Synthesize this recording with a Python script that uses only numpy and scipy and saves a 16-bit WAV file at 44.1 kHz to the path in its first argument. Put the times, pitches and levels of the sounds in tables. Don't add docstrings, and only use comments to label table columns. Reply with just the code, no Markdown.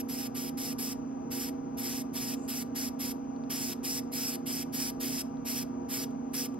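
import sys
import numpy as np
from scipy import signal
from scipy.fft import rfft, irfft, next_fast_len
from scipy.io import wavfile
from scipy.ndimage import uniform_filter1d, map_coordinates

SR = 44100
rng = np.random.default_rng(int(sys.argv[2]) if len(sys.argv) > 2 else 0)


def nominal_scale(level):
    x = np.asarray(level, float) / 20
    return 10 ** x


def log_audio(samples):
    frames = np.atleast_2d(samples).T
    limited = np.clip(frames, -1, 1)
    pcm = np.round(limited * 32767).astype(np.int16)
    wavfile.write(sys.argv[1], SR, pcm)


N = 290619

# (frequency [Hz], steady rms [dB], blur rms [dB], blur half-width [Hz])
MOTOR_TONES = [(124, -77.5, -59.5, 8), (159.2, -62.5, -59, 3.7), (239.7, -43, -51, 21),
               (267.9, -41, -54, 17.4), (289.7, -74.5, -53.5, 6.5), (352.6, -72, -54.5, 8),
               (443.3, -62, -62, 7.7), (480.2, -56, -62.5, 2.1), (630.8, -68.5, -59.5, 10),
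               (656, -77, -61, 9.9), (732.6, -89, -66, 3.8), (802.8, -55, -68, 5.9), (954.4, -78, -60, 17),
               (1181, -81, -67.5, 8.7)]
# (frequency [Hz], relative density [dB per Hz])
AIR_COLOUR = [(20, -37), (45, -1.5), (110, -3.5), (230, 2), (300, -3.5), (500, -3), (560, -11.5), (700, -7),
              (870, -12.5), (1200, -13.5), (1900, -28.5), (2600, -29.5), (3900, -44), (5200, -33),
              (6450, -22), (7100, -61), (8200, -44), (9800, -63), (11600, -44.5), (12700, -44.5),
              (13300, -67), (14300, -56), (15500, -60)]
# (frequency [Hz], likeness [-1..1])
AIR_LIKENESS = [(50, -0.45), (100, -0.044), (200, 1), (500, 0.25), (1200, 0.49), (2000, 0.78), (4000, 0.95),
                (6400, 0.92), (7200, 1), (12000, .6)]
# (frequency [Hz], t60 [s])
WALL_DECAY = [(1500, 0.42), (5000, 0.31), (9000, 0.23), (12000, 0.2), (15000, 0.17)]
# (time [s], starting rms [dB], highest frequency [Hz])
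TRIGGER_TICKS = [(3.362, -60, 5500), (3.437, -54, 5470), (5.3702, -60, 6000), (6.108, -59, 15000),
                 (6.321, -63, 12500), (6.542, -55, 15990)]
# (frequency [Hz], relative density [dB per Hz])
LEAK_SPECTRUM = [(2000, -24), (2700, -2), (3300, -28), (6000, -4), (7200, -2), (7900, -8), (9300, -13),
                 (10500, -14), (12600, -17), (14000, -31)]
# (opens [s], rise from 0.16 to 0.71 of full gain [s], held [s],
#                   air level before resonances [dB], swell as the needle is drawn back [dB])
TRIGGER_STROKES = [(0.0, 0.0, 0.013, -45.5, 0.1), (0.085, 0.01, 0.19, -44.5, 3.5),
                   (0.346, 0.011, 0.15, -43, 3.5), (0.571, 0.0045, 0.16, -43, 4.5),
                   (0.782, 0.0043, 0.15, -43, 5), (1.305, 0.01, 0.19, -42, 2.5),
                   (1.771, 0.013, 0.25, -41, 3), (2.133, 0.017, 0.214, -41.5, 3.5),
                   (2.478, 0.0086, 0.15, -41, 2.5), (2.749, 0.0096, 0.14, -40.5, 3),
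                   (2.991, 0.014, 0.13, -41, 3), (3.497, 0.0059, 0.238, -41.5, 5),
                   (3.831, 0.011, 0.167, -39.5, 6), (4.118, 0.011, 0.24, -40, 4.5),
                   (4.458, 0.007, 0.174, -41, 4.5), (4.725, 0.016, 0.18, -40.5, 5.5),
                   (4.999, 0.0077, 0.22, -41, 4), (5.451, 0.015, 0.181, -40.5, 4),
                   (5.889, 0.018, 0.156, -39.5, 3), (6.333, 0.0088, 0.13, -39.5, 5)]
# (frequency [Hz], relative density [dB per Hz])
JET_SPECTRUM = [(500, -10), (1300, -4), (1900, -2), (2500, 2), (4300, -2.5), (6500, 1), (8200, 0.5),
                (10000, 1), (12600, 0), (14000, 0.5), (15500, 1.5)]
# (frequency [Hz], likeness [0..1])
JET_LIKENESS = [(1500, 1), (8400, 1), (9200, .93), (12000, .85), (15000, .6)]
# (centre [Hz], gaussian width [Hz])
JET_RESONANCES = [(2800, 2400), (5400, 603), (11550, 410)]
# (with air alone [dB], per swell [dB/dB], drift through a stroke [dB])
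RESONANCE_LIFTS = [(3, -1.2644, -0.45), (8, 1.07, 1.5), (17.5, -1.52, -4)]
# (stroke opens [s], dip [dB])
ECHO_DIPS = [(0, -46), (0.9, -24), (1.3, -14), (3.6, -12), (4.6, -8), (6.5, -10)]
# (frequency [Hz], phase difference [rad], level difference [dB])
STEREO_DIFFERENCE = [(60, 0, -1.5), (240, .33, -3.8), (350, .9, -3.5), (490, 1.3, 2), (800, 2.9, 9.5),
                     (1200, 5.6, 3.5), (1700, 6.28, 0), (4550, 6.28, 0), (5300, 4.2, 0), (5950, 3.9, 0),
                     (6450, 3.14, 0), (7100, 1.5, 0), (7700, 0, 0), (8350, 0, 0), (9100, -2.0, 0),
                     (12000, -1.4, 0), (15500, -1.8, 0)]

TOP_HZ = 15930
FALL_S, FALL_DB = 0.008, 13
DRAW_PEAK, DRAW_ROUND = 0.54, 0.62
DIP_HZ, DIP_WIDTH_HZ, DIP_SAG_HZ_PER_DB = 13760, 300, 90
TIP_DB_PER_DIP_DB = -0.07
SAG_DB = -2
LEAK_START_S, LEAK_END_S, LEAK_EDGE_S = 2.36, 2.47, 0.015
LEAK_DB, LEAK_GROWS_DB = -64, 5.5
AIR_DB, WALLS_DB = -46.5, -18.0


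def unit(x):
    return x / np.sqrt(np.mean(x ** 2) + 1e-20)


def along(points, hz, axis=1):
    table = np.transpose(points)
    return np.interp(np.log(hz + 1), np.log(table[0] + 1), table[axis])


def wobble(knots_per_s):
    knots = rng.standard_normal(int(N * knots_per_s / SR) + 4)
    return map_coordinates(knots, [np.arange(N) * knots_per_s / SR])


def filtered(x, response):
    size = next_fast_len(N + SR // 2)
    spectrum = rfft(x, size) * response(np.fft.rfftfreq(size, 1 / SR))
    return irfft(spectrum, size)[..., :N]


def patches(shape):
    field = uniform_filter1d(rng.standard_normal(shape), size=3, axis=0)
    return unit(uniform_filter1d(field, size=14, axis=1))


def rush(colour, alike, patchy_db, phase_rad):
    hz, frame_s, z = signal.stft(rng.standard_normal((2, N)), SR, nperseg=256)
    turn = np.arccos(np.clip(along(alike, hz), 0, 1))[:, None] / 2
    mid, side = z[0] * np.cos(turn), z[1] * np.sin(turn)
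    field = patches(mid.shape)
    excess = np.sign(field) * np.clip(np.abs(field) - 1.2, 0, None)
    half_phase = np.exp(0.5j * phase_rad * excess)
    shape = nominal_scale(along(colour, hz))[:, None]
    gain = shape / np.sqrt(np.mean(shape ** 2)) * nominal_scale(patchy_db * patches(mid.shape))
    stereo = np.array([(mid + side) * half_phase, (mid - side) / half_phase])
    return hz[:, None], frame_s, gain * stereo


def sound(z):
    return signal.istft(z, SR, nperseg=256)[1][..., :N]


def ventilation_air():
    def shares(hz):
        turn = np.arccos(np.clip(along(AIR_LIKENESS, hz), -1, 1)) / 2
        return nominal_scale(along(AIR_COLOUR, hz)) * np.array([np.cos(turn), np.sin(turn)])

    common, opposed = filtered(rng.standard_normal((2, N)), shares)
    return nominal_scale(AIR_DB) * unit(np.array([common + opposed, common - opposed]))


def motor():
    t = np.arange(N) / SR
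    tones = 0
    for hz, steady_db, blur_db, width_hz in MOTOR_TONES:
        phase = 2 * np.pi * (hz * t + rng.random()) + 0.12 * wobble(3.07)
        steady = np.sqrt(2) * np.sin(phase)
        blur = filtered(rng.standard_normal(N), lambda f: 1 / (1 + ((f - hz) / width_hz) ** 2))
        tones = tones + nominal_scale(steady_db) * steady + nominal_scale(blur_db) * unit(blur)
    return tones


def walls(x):
    hz, frame_s, z = signal.stft(rng.standard_normal(SR // 2), SR, nperseg=256)
    decay = nominal_scale(-60 * frame_s / along(WALL_DECAY, hz)[:, None])
    tail = signal.istft(z * decay, SR, nperseg=256)[1]
    return signal.fftconvolve(x, tail[None] / np.linalg.norm(tail), axes=1)[:, :N]


def ticks():
    out, t = np.zeros(N + SR), np.arange(SR // 50) / SR
    noises = rng.standard_normal((len(TRIGGER_TICKS), len(t)))
    for (start_s, level_db, top_hz), noise in zip(TRIGGER_TICKS, noises):
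        band_hz = [1800, np.clip(top_hz, 2500, 20000)]
        band = signal.butter(3, band_hz, "bandpass", fs=SR, output="sos")
        decay = nominal_scale(level_db - 60 * t / 0.024)
        out[round(start_s * SR):][:len(t)] += decay * unit(signal.sosfilt(band, noise))
    return out[:N]


def leak():
    z = rush(LEAK_SPECTRUM, [(5000, 0.79)], patchy_db=3.5, phase_rad=0.4)[2]
    t = np.arange(N) / SR
    inside_s = np.minimum(t - LEAK_START_S, LEAK_END_S - t)
    gate = np.clip(inside_s / LEAK_EDGE_S + 1, 0, 1) ** 2
    through = np.clip((t - LEAK_START_S) / (LEAK_END_S - LEAK_START_S), 0, 1)
    return sound(z) * gate * nominal_scale(LEAK_DB + LEAK_GROWS_DB * through)


def jet():
    hz, frame_s, z = rush(JET_SPECTRUM, JET_LIKENESS, patchy_db=1.48, phase_rad=1.53)
    opens, rise, held, air_db, swell_db = np.transpose(TRIGGER_STROKES)

    def stroke_at(time_s):
        return np.clip(np.searchsorted(opens - 0.03, time_s) - 1, 0, None)

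    def bell(centre_hz, width_hz):
        return np.exp(-0.5 * ((hz - centre_hz) / width_hz) ** 2)

    k = stroke_at(frame_s)
    through = np.clip((frame_s - opens[k]) / held[k], 0, 1)
    bent = through ** (np.log(0.5) / np.log(DRAW_PEAK))
    drawn_db = swell_db[k] * np.abs(np.sin(np.pi * bent)) ** DRAW_ROUND
    tone_db = 0
    for (centre_hz, width_hz), (rest_db, per_db, drift_db) in zip(JET_RESONANCES, RESONANCE_LIFTS):
        lift_db = rest_db + per_db * drawn_db + drift_db * through
        tone_db = tone_db + lift_db * bell(centre_hz, width_hz)
    dip_db = np.interp(opens[k], *np.transpose(ECHO_DIPS))
    tone_db = tone_db + dip_db * bell(DIP_HZ - DIP_SAG_HZ_PER_DB * drawn_db, DIP_WIDTH_HZ)
    tone_db = tone_db + TIP_DB_PER_DIP_DB * dip_db * bell(*JET_RESONANCES[-1])
    blowing = sound(z * nominal_scale(tone_db + drawn_db + SAG_DB * through))

    t = np.arange(N) / SR
    k = stroke_at(t)
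    building = np.clip(0.16 + 0.55 * (t - opens[k]) / (rise[k] + 1e-4), 0, 1)
    valve_db = FALL_DB * np.minimum(0, (opens[k] + held[k] - t) / FALL_S - 0.15)
    flutter_db = 1.23 * wobble(35)
    return blowing * nominal_scale(air_db[k] + valve_db + flutter_db) * building


def scene():
    brush = jet() + leak() + ticks()
    return brush + nominal_scale(WALLS_DB) * walls(brush) + motor() + ventilation_air()


def band_limit(x):
    return signal.sosfilt(signal.butter(12, 16850, fs=SR, output="sos"), x)


def record(dry):
    def response(hz):
        level = np.sqrt(nominal_scale(along(STEREO_DIFFERENCE, hz, axis=2)))
        half = level * np.exp(0.5j * along(STEREO_DIFFERENCE, hz))
        treble_cut = np.clip((TOP_HZ - hz) / 250, 0, 1) ** 2
        return np.array([half, 1 / half]) * treble_cut

    return band_limit(filtered(dry, response))


dry = scene()
out = record(dry)
log_audio(out)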